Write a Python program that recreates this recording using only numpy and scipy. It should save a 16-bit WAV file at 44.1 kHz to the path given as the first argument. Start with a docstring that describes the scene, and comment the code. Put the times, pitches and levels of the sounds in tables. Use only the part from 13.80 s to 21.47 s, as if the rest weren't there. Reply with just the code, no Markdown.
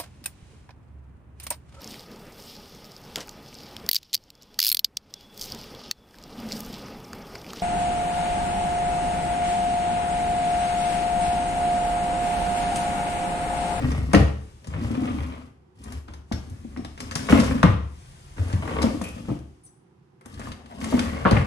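"""Wooden drawers in a tiled bedroom

Two wardrobe drawers are pushed shut, pulled open and shut again, close to a two-port microphone.
Stick-slip friction on the runners excites the modes of the carcass, the thin bottom, the sides and the surface.
Jolts and knocks against the stops thump and clack the same parts; dry runners rasp, brass knobs ring faintly,
a sleeve rustles, and diffuse reflections ring for about half a second above faint room noise."""
import sys
import numpy as np
from scipy import signal
from scipy.fft import rfft, irfft, next_fast_len
from scipy.io import wavfile
from scipy.ndimage import uniform_filter1d

SR = 44100
rng = np.random.default_rng(int(sys.argv[2]) if len(sys.argv) > 2 else 0)


def store_wav(level_fs):
    """Save 16-bit WAV to argv[1]."""
    pcm = np.round(np.clip(np.atleast_2d(level_fs), -1, 1) * 32767)
    wavfile.write(sys.argv[1], SR, pcm.T.astype(np.int16))


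N = 338186
TIME = np.arange(N) / SR  # s
RING = TIME[:int(0.5 * SR)]  # time axis of one impulse response, s


def undb(db):
    """Level to amplitude: 20 dB is a factor of ten."""
    return 10 ** (np.asarray(db) / 20)


def unit(x):
    """Energy normalisation: the squares sum to one."""
    return x / np.sqrt(np.sum(x ** 2))


def fade(t60):
    """Exponential damping: the amplitude falls by 60 dB in t60 seconds."""
    return np.exp(-np.log(1000) * RING / t60)


def colour(x, points):
    """Minimum-phase filtering: the cepstrum of a gain curve through (f/Hz, level/dB) is folded to be causal."""
    hz, db = np.transpose(points)
    size = 2 * next_fast_len(len(x))
    axis_hz = np.arange(size // 2 + 1) * SR / size
    curve_db = np.interp(np.log(axis_hz + 1), np.log(hz), db)
    cepstrum = irfft(np.log(undb(curve_db)))
    cepstrum[1:size // 2] *= 2
    cepstrum[size // 2 + 1:] = 0
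    response = np.exp(rfft(cepstrum))
    return irfft(rfft(x, size) * response)[:len(x)]


def add(track, s, sound):
    """Linear superposition: mix a sound in from time s."""
    start = max(int(s * SR), 0)
    track[start:start + len(sound)] += sound[:N - start]


def speed(t, start, rise, hold, fall):
    """Trapezoidal kinematics: a move of the hand speeds up, runs steadily and slows to rest, 0 to 1."""
    speeding_up = (t - start) / rise
    slowing_down = 1 + (start + rise + hold - t) / fall
    return np.clip(np.minimum(speeding_up, slowing_down), 0, 1)


SLIDE_LAW = 1.055  # friction noise amplitude grows as speed to this power


def wander(rate):
    """Slow random modulation: Gaussian values held for 1 / rate s, then smoothed."""
    hold = int(SR / rate)
    steps = np.repeat(rng.standard_normal(N // hold + 1), hold)
    return uniform_filter1d(steps, hold)[:N]


def burst(t60):
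    """Multipath scattering: one contact, spread over many paths in the wood, is a dying even-spectrum crackle."""
    spectrum = rfft(rng.standard_normal(len(RING)) * fade(t60))
    return irfft(spectrum / np.abs(spectrum), len(RING)) * fade(2 * t60)


# separate modes of each wooden part, before random scatter: f/Hz, level/dB, t60/s
CARCASS_MODES = [(44, -31, .25), (72.7, -1, 0.71), (95, 5.5, 0.25), (126.1, -7.5, 0.17), (147, -5.5, 0.16)]
BOTTOM_MODES = [(170, -18.5, 0.13), (202, -9, 0.46), (227.9, 5.5, 0.11), (262.6, -3.5, 0.27),
                (291.8, -4.5, 0.14), (335, -26.5, 0.12), (430, -30, 0.019)]
SIDE_MODES = [(470, 0, 0.048), (529, 7.5, 0.052), (683, -3.5, 0.15), (790, -1.5, 0.046), (913, -1, 0.033),
              (1102, -1.5, 0.078), (1192, -2.5, 0.085), (1419, -9.5, 0.02), (1700, -4, 0.029),
              (1900, -1.5, 0.08), (2138, -2.5, 0.088), (2520, -9, 0.04)]
SURFACE_MODES = [(3150, -3.5, 0.09), (4440, -17.5, 0.023), (5100, 5, 0.019), (6200, -7, 0.016),
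                 (8630, -3.5, 0.045)]
# spectra of the crowded short modes of each part: f/Hz, level/dB
CARCASS_BLUR = [(15, -56), (33, -32.5), (45, 0.5), (65, 4), (95, 7), (150, -3.5), (210, -27.5), (400, -61)]
BOTTOM_BLUR = [(80, -58), (170, 0), (260, -5.5), (340, -1.5), (430, -20), (600, -41), (1200, -80)]
SIDE_BLUR = [(200, -41), (420, 4.5), (750, -3), (1250, -5), (1700, -5.5), (2100, -5.5), (2800, -8.5),
             (4200, -19), (9000, -69.5)]
SURFACE_BLUR = [(1200, -43), (2800, 6.5), (4000, 3.5), (6300, 0), (9000, -0.5), (11500, -4), (13000, -23),
                (16000, -23)]
# a part's number is its row here and in VOICING: 0 carcass, 1 bottom, 2 sides, 3 surface
PARTS = [(CARCASS_MODES, CARCASS_BLUR), (BOTTOM_MODES, BOTTOM_BLUR),
         (SIDE_MODES, SIDE_BLUR), (SURFACE_MODES, SURFACE_BLUR)]
# balance of each part: crowded modes level/dB, their nominal t60/s, sliding level/dB, blows level/dB,
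# slip rate/(1/s), slip size spread/dB, room level/dB, left minus right level/dB
VOICING = [(-4.5, 0.11, 5.5, 0.5, 360, 3, -2.5, 3.5), (-6.5, 0.24, 0, -3, 260, 5, -8.5, 4.5),
           (5.5, 0.046, -1.5, 0.5, 520, 5, -3.5, 6), (14, 0.075, -13.5, 5.5, 2400, 7, -3.5, 4)]


def wood(part, near_hz=None, scatter_db=4.5, detune=0.012, focus_db=5):
    """Modal superposition: contact favours the modes near one pitch, falling focus_db an octave either way."""
    modes, blur = PARTS[part]
    blur_db, blur_t60 = VOICING[part][:2]
    ring = 0
    for (hz, db, t60), (a, b) in zip(modes, rng.standard_normal((len(modes), 2))):
        sign = np.sign(a) if part >= 2 else 1  # high modes change sign from place to place
        tone = np.sin(2 * np.pi * hz * (1 + detune * b) * RING)
        ring = ring + sign * undb(db + scatter_db * a) * fade(t60) * tone
    crowd = colour(burst(blur_t60), blur)
    ring = unit(ring) + undb(blur_db) * unit(crowd)
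    if near_hz:
        focus = [(near_hz * 2. ** octave, -focus_db * abs(octave)) for octave in range(-2, 3)]
        ring = colour(ring, focus)
    return unit(ring)


def diffuse(left, right, alike_hz=330):
    """Diffuse-field coherence: both ports share the bass, while their treble is unrelated."""
    low = signal.butter(2, alike_hz, fs=SR, output="sos")
    high = signal.butter(2, alike_hz, "high", fs=SR, output="sos")
    side = signal.sosfilt(high, right) / np.sqrt(2)
    mid = signal.sosfilt(low, left) - signal.sosfilt(high, left) / np.sqrt(2)
    return np.array([mid + side, mid - side])


ROOM_T60_S = 0.47


def reflections(x, build_s=0.0011):
    """Reverberation by convolution: drawer and microphone move, so each quarter second has a new fine pattern."""
    hop = SR // 4
    padded = np.pad(x, (hop, 2 * hop))
    window = np.sin(np.pi * np.arange(2 * hop) / (2 * hop))
    decay = fade(ROOM_T60_S) * (1 - np.exp(-(RING / build_s) ** 2))
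    out = np.zeros((2, len(padded) + len(RING)))
    for start in range(0, N + hop, hop):
        noise = diffuse(*rng.standard_normal((2, len(RING))))
        tail = unit(noise * decay) * np.sqrt(2)
        echo = signal.fftconvolve(tail, [padded[start:start + 2 * hop] * window], axes=1)
        out[:, start:start + echo.shape[1]] += echo
    return out[:, hop:hop + N]


# lead of the left port for the left and the right runner: t/s
RUNNER_LAGS_S = [0.000476, 0.00017]


def bedroom(sources, room_db, pan_db, near=np.zeros((2, 1))):
    """Direct and reverberant field: sources reach the left port first, near blows join, tiles and walls answer."""
    left = sum(sources)
    right = sum(np.interp(TIME - lag, TIME, x) for x, lag in zip(sources, RUNNER_LAGS_S))
    room = reflections(left + near[0])
    pan = undb(np.array([[pan_db], [-pan_db]]) / 2)
    return (np.array([left, right]) + near + undb(room_db) * room) * pan


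AIR_DB = -55  # rms level of the room noise
# spectrum of the still air in the room: f/Hz, level/dB
AIR_SPECTRUM = [(15, -37.5), (25, -21), (140, 5), (271, -10.5), (382, -1.5), (436, -17.5), (498, -12.5),
                (599, -26.5), (761, -14.5), (2860, -31), (10500, -43.5), (11600, -48), (14000, -59.5)]


def air():
    """Stationary diffuse noise: a faint steady murk fills the room."""
    left, right = (colour(rng.standard_normal(N), AIR_SPECTRUM) for _ in range(2))
    return unit(diffuse(left, right)) * np.sqrt(2 * N) * undb(AIR_DB)


# moves of the arm in its sleeve: start t/s, speeding up t/s, steady t/s, slowing down t/s, level/dB
SLEEVE_MOVES = [(0.3, 0.3, 0.08, 0.53, -50), (2.45, 0.075, .8, .3, -50), (3.9, 0.31, 0.61, 0.5, -46),
                (4.6, 0.11, 0.55, .75, -51.5)]


def sleeve():
    """Fibre friction: cloth gives coloured noise of uneven grain that follows the speed of the arm."""
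    fibres = rng.standard_normal(N) * undb(0.8 * np.minimum(rng.exponential(size=N), 5))
    cloth = colour(fibres, [(20, 1), (45, 31.0), (90, 25.5), (170, 15), (300, -4), (500, -1.5), (2000, -0.5),
                            (5000, -7.0), (9000, -6.0), (12000, -15.5), (15000, -42.5)])
    motion = sum(undb(db) * speed(TIME, *move) ** SLIDE_LAW for *move, db in SLEEVE_MOVES)
    return unit(cloth) * np.sqrt(N) * motion


# jolts that ring a knob: t/s, level/dB
KNOB_JOLTS = [(2.521, -47), (2.974, -58), (3.202, -51.5), (3.355, -44.5), (3.6, -42.5)]
# modes of a brass knob: f/Hz, level/dB, t60/s
KNOB_MODES = [(1950, -3, 0.21), (3360, -20.5, 0.27), (4340, -11.5, 0.32), (5216, -6, 0.16),
              (5440, 2.5, 0.26), (6360, -11, .38)]


def knobs():
    """Free vibration of metal: a jolted brass knob rings faintly in lightly damped modes."""
    out = np.zeros(N)
    ring = sum(undb(db) * fade(t60) * np.sin(2 * np.pi * hz * RING) for hz, db, t60 in KNOB_MODES)
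    for s, db in KNOB_JOLTS:
        add(out, s, undb(db) * ring)
    return out


# uneven binding of the runners, carcass to surface: depth of level/dB
BIND_DB = [0.65, 2.3, 2.5, 1.1]
BINDS_PER_S = 30
# chatter of a runner or squeak of a fingertip: start t/s, speeding up t/s, steady t/s, slowing down t/s,
# level/dB, f/Hz, t60/s
RASPS = [(0.0, .005, 0.041, 0.035, -25.5, 256, .12), (1.04, 0.025, 0.22, 0.19, -48.5, 535, .12),
         (1.06, 0.053, 0.13, .04, -35, 252, 0.25), (1.15, .04, .08, .05, -42, 700, .2),
         (3.5, 0.018, .07, .25, -35.5, 501, 0.12), (5.235, 0.0039, 0.019, 0.082, -39, 2520, 0.011),
         (5.833, 0.0029, .005, 0.052, -54, 9200, 0.013), (5.852, 0.0044, 0.018, 0.034, -61.5, 7950, .02),
         (5.86, 0.006, 0.013, 0.029, -63, 6100, 0.019), (6.88, .03, .08, .05, -51, 715, .04),
         (7.0, 0.18, 0.16, .08, -42, 2000, .008), (7.125, 0.0089, 0.065, .06, -35.5, 512, 0.036)]


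def rasps():
    """Resonant friction: a dry runner or a fingertip catches one resonance and chatters on it, unevenly."""
    out = np.zeros(N)
    grip = undb(BIND_DB[2] * wander(BINDS_PER_S)) * rng.standard_normal(N)
    for start, rise, hold, fall, db, hz, t60 in RASPS:
        run = slice(int(start * SR), int((start + rise + hold + fall) * SR))
        ring = unit(fade(t60) * np.sin(2 * np.pi * hz * RING))
        force = grip[run] * speed(TIME[run], start, rise, hold, fall)
        add(out, start, undb(db) * signal.fftconvolve(force, ring))
    return out


HUM_T60_S, HUM_WAVER, HUM_WAVERS_PER_S = 0.18, 0.03, 17  # waver is a fraction of the pitch


def hum(push, hz):
    """Time-varying resonance: the thin bottom hums, its pitch wavering as the load on the runners shifts."""
    length = len(push) + len(RING) - 1
    pitch = hz * (1 + HUM_WAVER * wander(HUM_WAVERS_PER_S)[:length])
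    turn = np.exp(2j * np.pi * np.cumsum(pitch) / SR)  # rotating phase of the resonance
    envelope = signal.fftconvolve(push / turn[:len(push)], unit(fade(HUM_T60_S)))
    return np.sqrt(2) * np.imag(turn * envelope)


RASP_FOCUS_DB, HUM_FOCUS_DB = 3.5, 6.5  # how strongly sliding favours its pitch, dB per octave
# share of a run's boom and of its grit that reaches carcass, bottom, sides, surface: factor on level/dB
BOOM_SHARE = [0.9, 0.41, 0.37, 0.029]
GRIT_SHARE = [0, 0, 0, 1]
# runs of a drawer: start t/s, speeding up t/s, steady t/s, slowing down t/s, force level/dB,
# carcass boom level/dB, bottom hum level/dB, grit level/dB, rasp f/Hz, hum f/Hz
SLIDES = [(0.0, 0.00039, 0.01, 0.46, -41, 14, 4.5, 6.5, 1160, 249),
          (0.809, 0.23, 0.26, 0.43, -38.5, 1, 4.5, -0.5, 1320, 245.7),
          (1.937, 0.12, 0.1, 0.061, -50, 6, 2.5, 5.5, 1090, 251),
          (2.268, 0.013, 0.025, 0.11, -55, 11, -11, 4.5, 1200, 261),
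          (2.56, 0.02, 0.52, 0.17, -68, 22.5, 9, -3, 900, 249.4),
          (3.171, 0.016, 0.022, 0.16, -46.5, 8.5, 0, 6.5, 1490, 247),
          (3.33, 0.027, 0.19, 0.034, -43, 5.5, 2.5, 10, 1500, 254),
          (3.483, 0.0091, 0.029, 0.27, -27.5, 2.5, -5, 6, 1530, 252),
          (3.68, 0.037, 0.034, 0.18, -38, 3, 2.5, 0, 1400, 251.4),
          (4.556, 0.02, 0.16, 0.048, -43, 3.5, -18, 4, 1000, 290),
          (4.73, .21, 0.11, 0.069, -27.5, -8, -12, -9.5, 1110, 251),
          (5.061, 0.024, 0.046, 0.24, -48, 8, 7.5, 10, 800, 232),
          (5.225, 0.014, 0.02, 0.19, -43.5, -2, 1, 1, 2600, 205),
          (5.33, 0.021, 0.11, 0.068, -51.5, 0, 10, 6, 1100, 240),
          (5.469, 0.0088, 0.012, 0.11, -56.5, 22, -11, 14, 950, 207),
          (6.417, 0.24, 0.034, 0.047, -44.5, 5, -8, 6, 1500, 243),
          (6.6, 0.2, 0.4, 0.1, -51.5, -10, -4, -4, 700, 241),
          (6.86, 0.058, 0.093, 0.05, -50, -1, -10, 5.5, 1200, 244),
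          (6.96, 0.09, 0.13, 0.15, -32, -13.5, -3, 2, 1120, 240),
          (7.2, 0.054, 0.31, 0.09, -36.5, -0.5, -18, -1.5, 1010, 227),
          (7.52, 0.07, 0.031, 0.091, -56, 13, 2, 14, 1400, 227)]


def sliding(part):
    """Stick-slip friction: random slips along one runner shake a part, each run touching it somewhere else."""
    gain_db, _, rate, spread_db = VOICING[part][2:6]
    sizes = undb(spread_db * np.minimum(rng.exponential(size=N), 4))
    slips = (rng.random(N) < rate / SR) * rng.choice([-1, 1], N) * sizes
    slips = unit(slips) * np.sqrt(N / 2) * undb(BIND_DB[part] * wander(BINDS_PER_S))
    focus_db = HUM_FOCUS_DB if part == 1 else RASP_FOCUS_DB
    out = np.zeros(N)
    for start, rise, hold, fall, force_db, boom_db, hum_db, grit_db, rasp_hz, hum_hz in SLIDES:
        run = slice(max(int(start * SR), 0), int((start + rise + hold + fall) * SR))
        db = gain_db + force_db + BOOM_SHARE[part] * boom_db + GRIT_SHARE[part] * grit_db
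        force = undb(db) * speed(TIME[run], start, rise, hold, fall) ** SLIDE_LAW
        push = slips[run] * force
        ring = wood(part, [None, hum_hz, rasp_hz, None][part], focus_db=focus_db)
        if part == 1:
            add(out, start, undb(hum_db) * hum(push, hum_hz))
        add(out, start, signal.fftconvolve(push, ring))
    return out


def catch(part, near_hz, chatter_s=0.0074):
    """Contact chatter: two surfaces catch lightly in a brief crackle that rings the wood."""
    ring = wood(part, near_hz, focus_db=6.5)
    return unit(signal.fftconvolve(ring, burst(chatter_s))[:len(RING)])


TICK_CLACK_HZ = 1450  # catches ring the sides near this pitch
# catches of runners and fingers, and cracks at the stops: t/s, level/dB,
# sharpness (surface relative to sides) level/dB, brightest f/Hz
TICKS = [(0.1163, -45, -4, 5350), (0.3321, -26.5, -8.5, 6120), (0.3471, -29, -4, 4120),
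         (0.843, -50, -9, 4600), (0.8708, -48, -5, 6800), (2.038, -68, 15, 9700), (2.1215, -46.5, -4, 9250),
         (2.282, -56, -5, 3140), (2.336, -46.5, -9, 5100), (2.5221, -35, -7.5, 5000),
         (2.697, -61.5, 1, 11600), (2.972, -46.5, -12.5, 4890), (3.0468, -40.5, -8, 3900),
         (3.1764, -43.5, -12, 3320), (3.203, -38, -4.5, 5860), (3.3107, -40, -4, 5140),
         (3.32, -37, -13, 5500), (3.3536, -34.5, 1.5, 6350), (3.6, -28.5, -9, 5550),
         (3.8292, -27, -7, 3840), (4.727, -38, -11, 4770), (5.018, -38, -0.5, 5400), (5.026, -33, -4, 4570),
         (5.2152, -42.5, -4.5, 9100), (5.239, -48.5, 2.5, 8950), (5.285, -57, 4, 7950),
         (5.589, -63.5, -1, 6800), (6.41, -53.5, -16.5, 8900), (6.4572, -53.5, -1.5, 10400),
         (6.5405, -65.5, 8, 4600), (6.5938, -55.5, 3, 7200), (6.717, -42, -6.5, 4000),
         (6.8587, -52, -8.5, 3560), (7.013, -48, -3, 3620), (7.042, -34, -9, 7900),
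         (7.1922, -26.5, -10, 4500), (7.5096, -27.5, -9, 4160), (7.522, -30, -21, 3500),
         (7.572, -32.5, -18, 3000)]


def ticks(part, tick_s=0.02, tick_db=-2):
    """Selective excitation: light catches ring only the sides and, the sharper they are, the surface."""
    out = np.zeros(N)
    if part >= 2:
        size = undb(tick_db + VOICING[part][3]) * np.sqrt(tick_s * SR)
        for s, level_db, sharp_db, bright_hz in TICKS:
            db, near_hz = (level_db, TICK_CLACK_HZ) if part == 2 else (level_db + sharp_db, bright_hz)
            add(out, s, catch(part, near_hz) * undb(db) * size)
    return out


THUMP_DB_PER_OCTAVE = 8  # a part answers less to a thump away from its pitch
THUMP_FOCUS_DB = 4.5  # how strongly a thump favours its pitch, dB per octave
STRIKE_DB, SWELL_DB, SWELL_S = -3, -4.5, 0.0075  # first push, later swing, time to the peak of its envelope
# pitches at which carcass and bottom answer best: f/Hz
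THUMP_HZ = [95, 240]


def thump(part, hz):
    """Resonant build-up: a part is pushed at once; the panel nearest in pitch then swings up and dies away."""
    octaves_off = abs(np.log2(hz / THUMP_HZ[part]))
    push = undb(STRIKE_DB - THUMP_DB_PER_OCTAVE * octaves_off) * wood(part, hz, focus_db=THUMP_FOCUS_DB)
    nearest_part = np.argmin(np.abs(np.log2(hz / np.array(THUMP_HZ))))
    if part != nearest_part:
        return push
    swing = RING * np.exp(-RING / SWELL_S) * np.sin(2 * np.pi * hz * RING)
    return push + undb(SWELL_DB) * unit(swing)


CLACK_FOCUS_DB = 8.5  # how strongly a clack favours its pitch, dB per octave
SOFT_CONTACT_DB = 13  # loss of a blunt contact from 1.8 times its dull pitch upwards
SPREAD_DB, SPREAD_T60_S = -9, 0.36  # rattle of doors and panels after a clack
RATTLE_DB, RATTLES_PER_S = 4, 110  # loose doors bounce unevenly in their frames


def clack(hz, dull_hz):
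    """Impact and energy spreading: a side clacks near one pitch, then doors and panels rattle and fade."""
    soft_contact = [(dull_hz, 0), (1.8 * dull_hz, -SOFT_CONTACT_DB)]
    strike = colour(wood(2, hz, focus_db=CLACK_FOCUS_DB), soft_contact)
    bounces = undb(RATTLE_DB * wander(RATTLES_PER_S)[:len(RING)])
    rattle = rng.standard_normal(len(RING)) * bounces * fade(SPREAD_T60_S)
    return unit(strike) + undb(SPREAD_DB) * unit(colour(rattle, SIDE_BLUR))


# knocks against the stops and jolts on the runners: t/s, thump level/dB, thump f/Hz,
# clack level/dB, clack f/Hz, dull above f/Hz
KNOCKS = [(0.183, -18, 87.5, -55, 646, 2000), (0.334, -14, 282, -20.5, 1090, 2200),
          (0.339, -4.5, 204.5, -15.5, 445, 1330), (0.346, -6, 290, -18, 1700, 3000),
          (0.361, -11, 121, -22, 453, 2500), (0.406, -11, 116, -31, 1000, 2800),
          (0.883, -26, 90, -65, 563, 2000), (0.938, -30, 95, -40.5, 1280, 2600),
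          (0.958, -21, 92, -43.5, 800, 2000), (1.046, -21, 104, -55, 800, 2000),
          (1.105, -19.5, 241, -56, 540, 1500), (1.176, -20.5, 240, -49, 600, 1475),
          (1.222, -18, 247, -47, 800, 1500), (1.342, -24, 259, -57.5, 795, 1520),
          (1.41, -23.5, 95, -50, 800, 1535), (1.508, -41, 270, -61, 802, 1500),
          (2.283, -42, 230.4, -48.5, 1464, 1900), (2.514, -20.5, 233, -36, 740, 1310),
          (2.532, -23, 95, -55, 650, 1500), (2.707, -30.5, 103, -63, 500, 1000),
          (2.847, -30, 240, -54.5, 530, 1000), (2.963, -38, 251, -44, 1880, 2040),
          (2.972, -28, 272, -45, 584, 1000), (2.991, -25.5, 252, -49, 700, 1493),
          (3.048, -36.5, 293, -45, 700, 2500), (3.203, -44, 254, -48, 810, 2500),
          (3.311, -36.5, 240, -41, 1610, 2220), (3.357, -20, 154, -33, 1240, 2440),
          (3.488, -25, 252.5, -28, 1450, 1700), (3.501, -12.5, 173, -25.5, 530, 2530),
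          (3.524, -30, 200, -22, 1400, 3000), (3.527, -2, 265, -23.5, 639, 2480),
          (3.553, -23, 285, -26, 520, 2000), (3.581, -27, 240, -23.5, 503, 2500),
          (3.588, -9, 232, -30.5, 1800, 2500), (3.635, -27, 268, -31, 1000, 2200),
          (3.71, -22, 251, -33.5, 1370, 2190), (3.745, -21, 240, -40, 500, 1800),
          (3.83, -35, 153, -15, 1300, 2050), (3.838, -1.5, 172.4, -25, 496, 2500),
          (3.888, -13, 100.4, -41, 549, 1500), (4.58, -47, 150, -48, 1200, 2300),
          (4.593, -19.5, 90.5, -46, 907, 2010), (4.735, -14.5, 114, -43, 1900, 2500),
          (4.877, -54, 247, -33.5, 1200, 2440), (4.912, -27.5, 261, -35, 550, 2000),
          (5.039, -11.5, 235, -26.5, 570, 1100), (5.065, -15.5, 200, -34, 580, 1477),
          (5.142, -22, 289, -48, 720, 1520), (5.213, -25, 200, -34.5, 930, 2140),
          (5.484, -20.5, 198, -40, 524, 1200), (5.491, -27.5, 328, -43.5, 890, 1800),
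          (5.501, -23, 126, -41, 550, 1900), (5.515, -19.5, 287, -40.5, 518, 808),
          (6.459, -38.5, 240, -50.5, 893, 2500), (6.594, -34.5, 227, -43.5, 625, 1500),
          (6.671, -37.5, 233, -40, 1040, 2300), (6.715, -38.5, 230, -55.5, 650, 2000),
          (7.013, -32, 228, -40.5, 2000, 2500), (7.058, -39, 240, -38.5, 457, 1200),
          (7.124, -21, 263, -28, 650, 1400), (7.139, -12, 240, -30, 520, 1500),
          (7.176, -18, 234, -37, 1100, 1500), (7.26, -29.5, 248, -40, 1090, 2000),
          (7.295, -28.5, 108, -41, 2000, 4500), (7.451, -15, 190, -23.5, 1310, 1490),
          (7.456, -13, 228, -18.5, 1200, 1360), (7.463, -15, 240, -20.5, 1140, 1370),
          (7.471, -26, 200, -21.5, 470, 1300), (7.515, -9.5, 220, -23, 460, 1200),
          (7.529, -9, 111.8, -29.5, 1900, 2600), (7.557, -15, 144.2, -34, 1200, 2350),
          (7.567, -13.5, 115, -24, 2000, 2420)]


def knocks(part, knock_s=0.019, bend_s=0.0011):
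    """Bending-wave delay: a knock clacks the sides at once and thumps carcass and bottom slightly late."""
    out = np.zeros(N)
    size = undb(VOICING[part][3]) * np.sqrt(knock_s * SR)
    for s, thump_db, thump_hz, clack_db, clack_hz, dull_hz in KNOCKS:
        if part < 2:
            add(out, s + bend_s, thump(part, thump_hz) * undb(thump_db) * size)
        elif part == 2:
            add(out, s, clack(clack_hz, dull_hz) * undb(clack_db) * size)
    return out


CLACK_LIKENESS = 0.47  # how alike a clack is at the two ports, 0-1


def blows(part):
    """Interaural-style delay and decorrelation: thumps and catches reach the right port late, clacks differ."""
    def late(x):
        """Propagation delay to the right port."""
        return np.interp(TIME - RUNNER_LAGS_S[0], TIME, x)

    struck, catches = knocks(part), ticks(part)
    if part == 2:  # the wide sides radiate differently towards each port
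        right = CLACK_LIKENESS * struck + np.sqrt(1 - CLACK_LIKENESS ** 2) * knocks(part)
    else:
        right = late(struck)
    return np.array([struck + catches, right + late(catches)])


def scene():
    """Superposition of sources: still air, sleeve, knobs and rasps, then the four parts slid and struck."""
    background = air() + bedroom([sleeve()], room_db=0.5, pan_db=3.5)
    details = bedroom([knobs()], room_db=-9, pan_db=8) + bedroom([rasps()], room_db=-6, pan_db=5)
    drawers = 0
    for part in range(len(PARTS)):
        runners = [sliding(part), sliding(part)]
        room_db, pan_db = VOICING[part][6:]
        drawers = drawers + bedroom(runners, room_db, pan_db, near=blows(part))
    return background + details + drawers


# the casing couples the ports in the treble: f/Hz, common sound level/dB, difference level/dB
CASING = [(60, 0, -2.5), (200, 0, 2), (1000, -.5, 0), (2000, -1, -1), (4000, 0.5, 0.5), (7160, 0, -0.5),
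          (9200, 0, 5), (11200, 0, 0.5), (14000, 3, -0.5)]


def casing(ports):
    """Sum-and-difference filtering: common and differing sound are coloured apart, with zero phase."""
    hz, mid_db, side_db = np.transpose(CASING)
    axis = np.log(np.arange(N // 2 + 1) * SR / N + 1)

    def shape(x, db):
        """Zero-phase gain curve."""
        return irfft(rfft(x) * undb(np.interp(axis, np.log(hz), db)), N) / 2

    mid = shape(ports[0] + 0.96 * ports[1], mid_db)
    side = shape(ports[0] - 1.084 * ports[1], side_db)
    return np.array([mid + side, mid - side])


TOP_HZ = 15800  # upper band edge
# colour of the microphone ports: f/Hz, left level/dB, right level/dB
PORTS = [(12, -26, -24), (28, -12, -2), (50.5, -4.5, -3.5), (1200, -1.5, 0.5), (2090, -6.5, 1),
         (3060, -2, 0.5), (4040, -3.5, -4), (4970, 1.5, -4.5), (8300, -0.5, -8), (9420, -1.5, 5.5),
         (9980, -17, -14), (11270, 1.5, 5.5), (12300, -5.5, -4.5), (13700, -20, -11)]


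def record(dry):
    """Transducer response: each port colours the sound, high peaks saturate softly and the top is cut."""
    ports = casing([colour(dry[k], np.array(PORTS)[:, [0, k + 1]]) for k in range(2)])
    rounded = ports / (1 + ports ** 4) ** (1 / 4)
    top_cut = signal.ellip(8, 0.2, 70, TOP_HZ, fs=SR, output="sos")
    return signal.sosfilt(top_cut, rounded)


dry = scene()
out = record(dry)
store_wav(out)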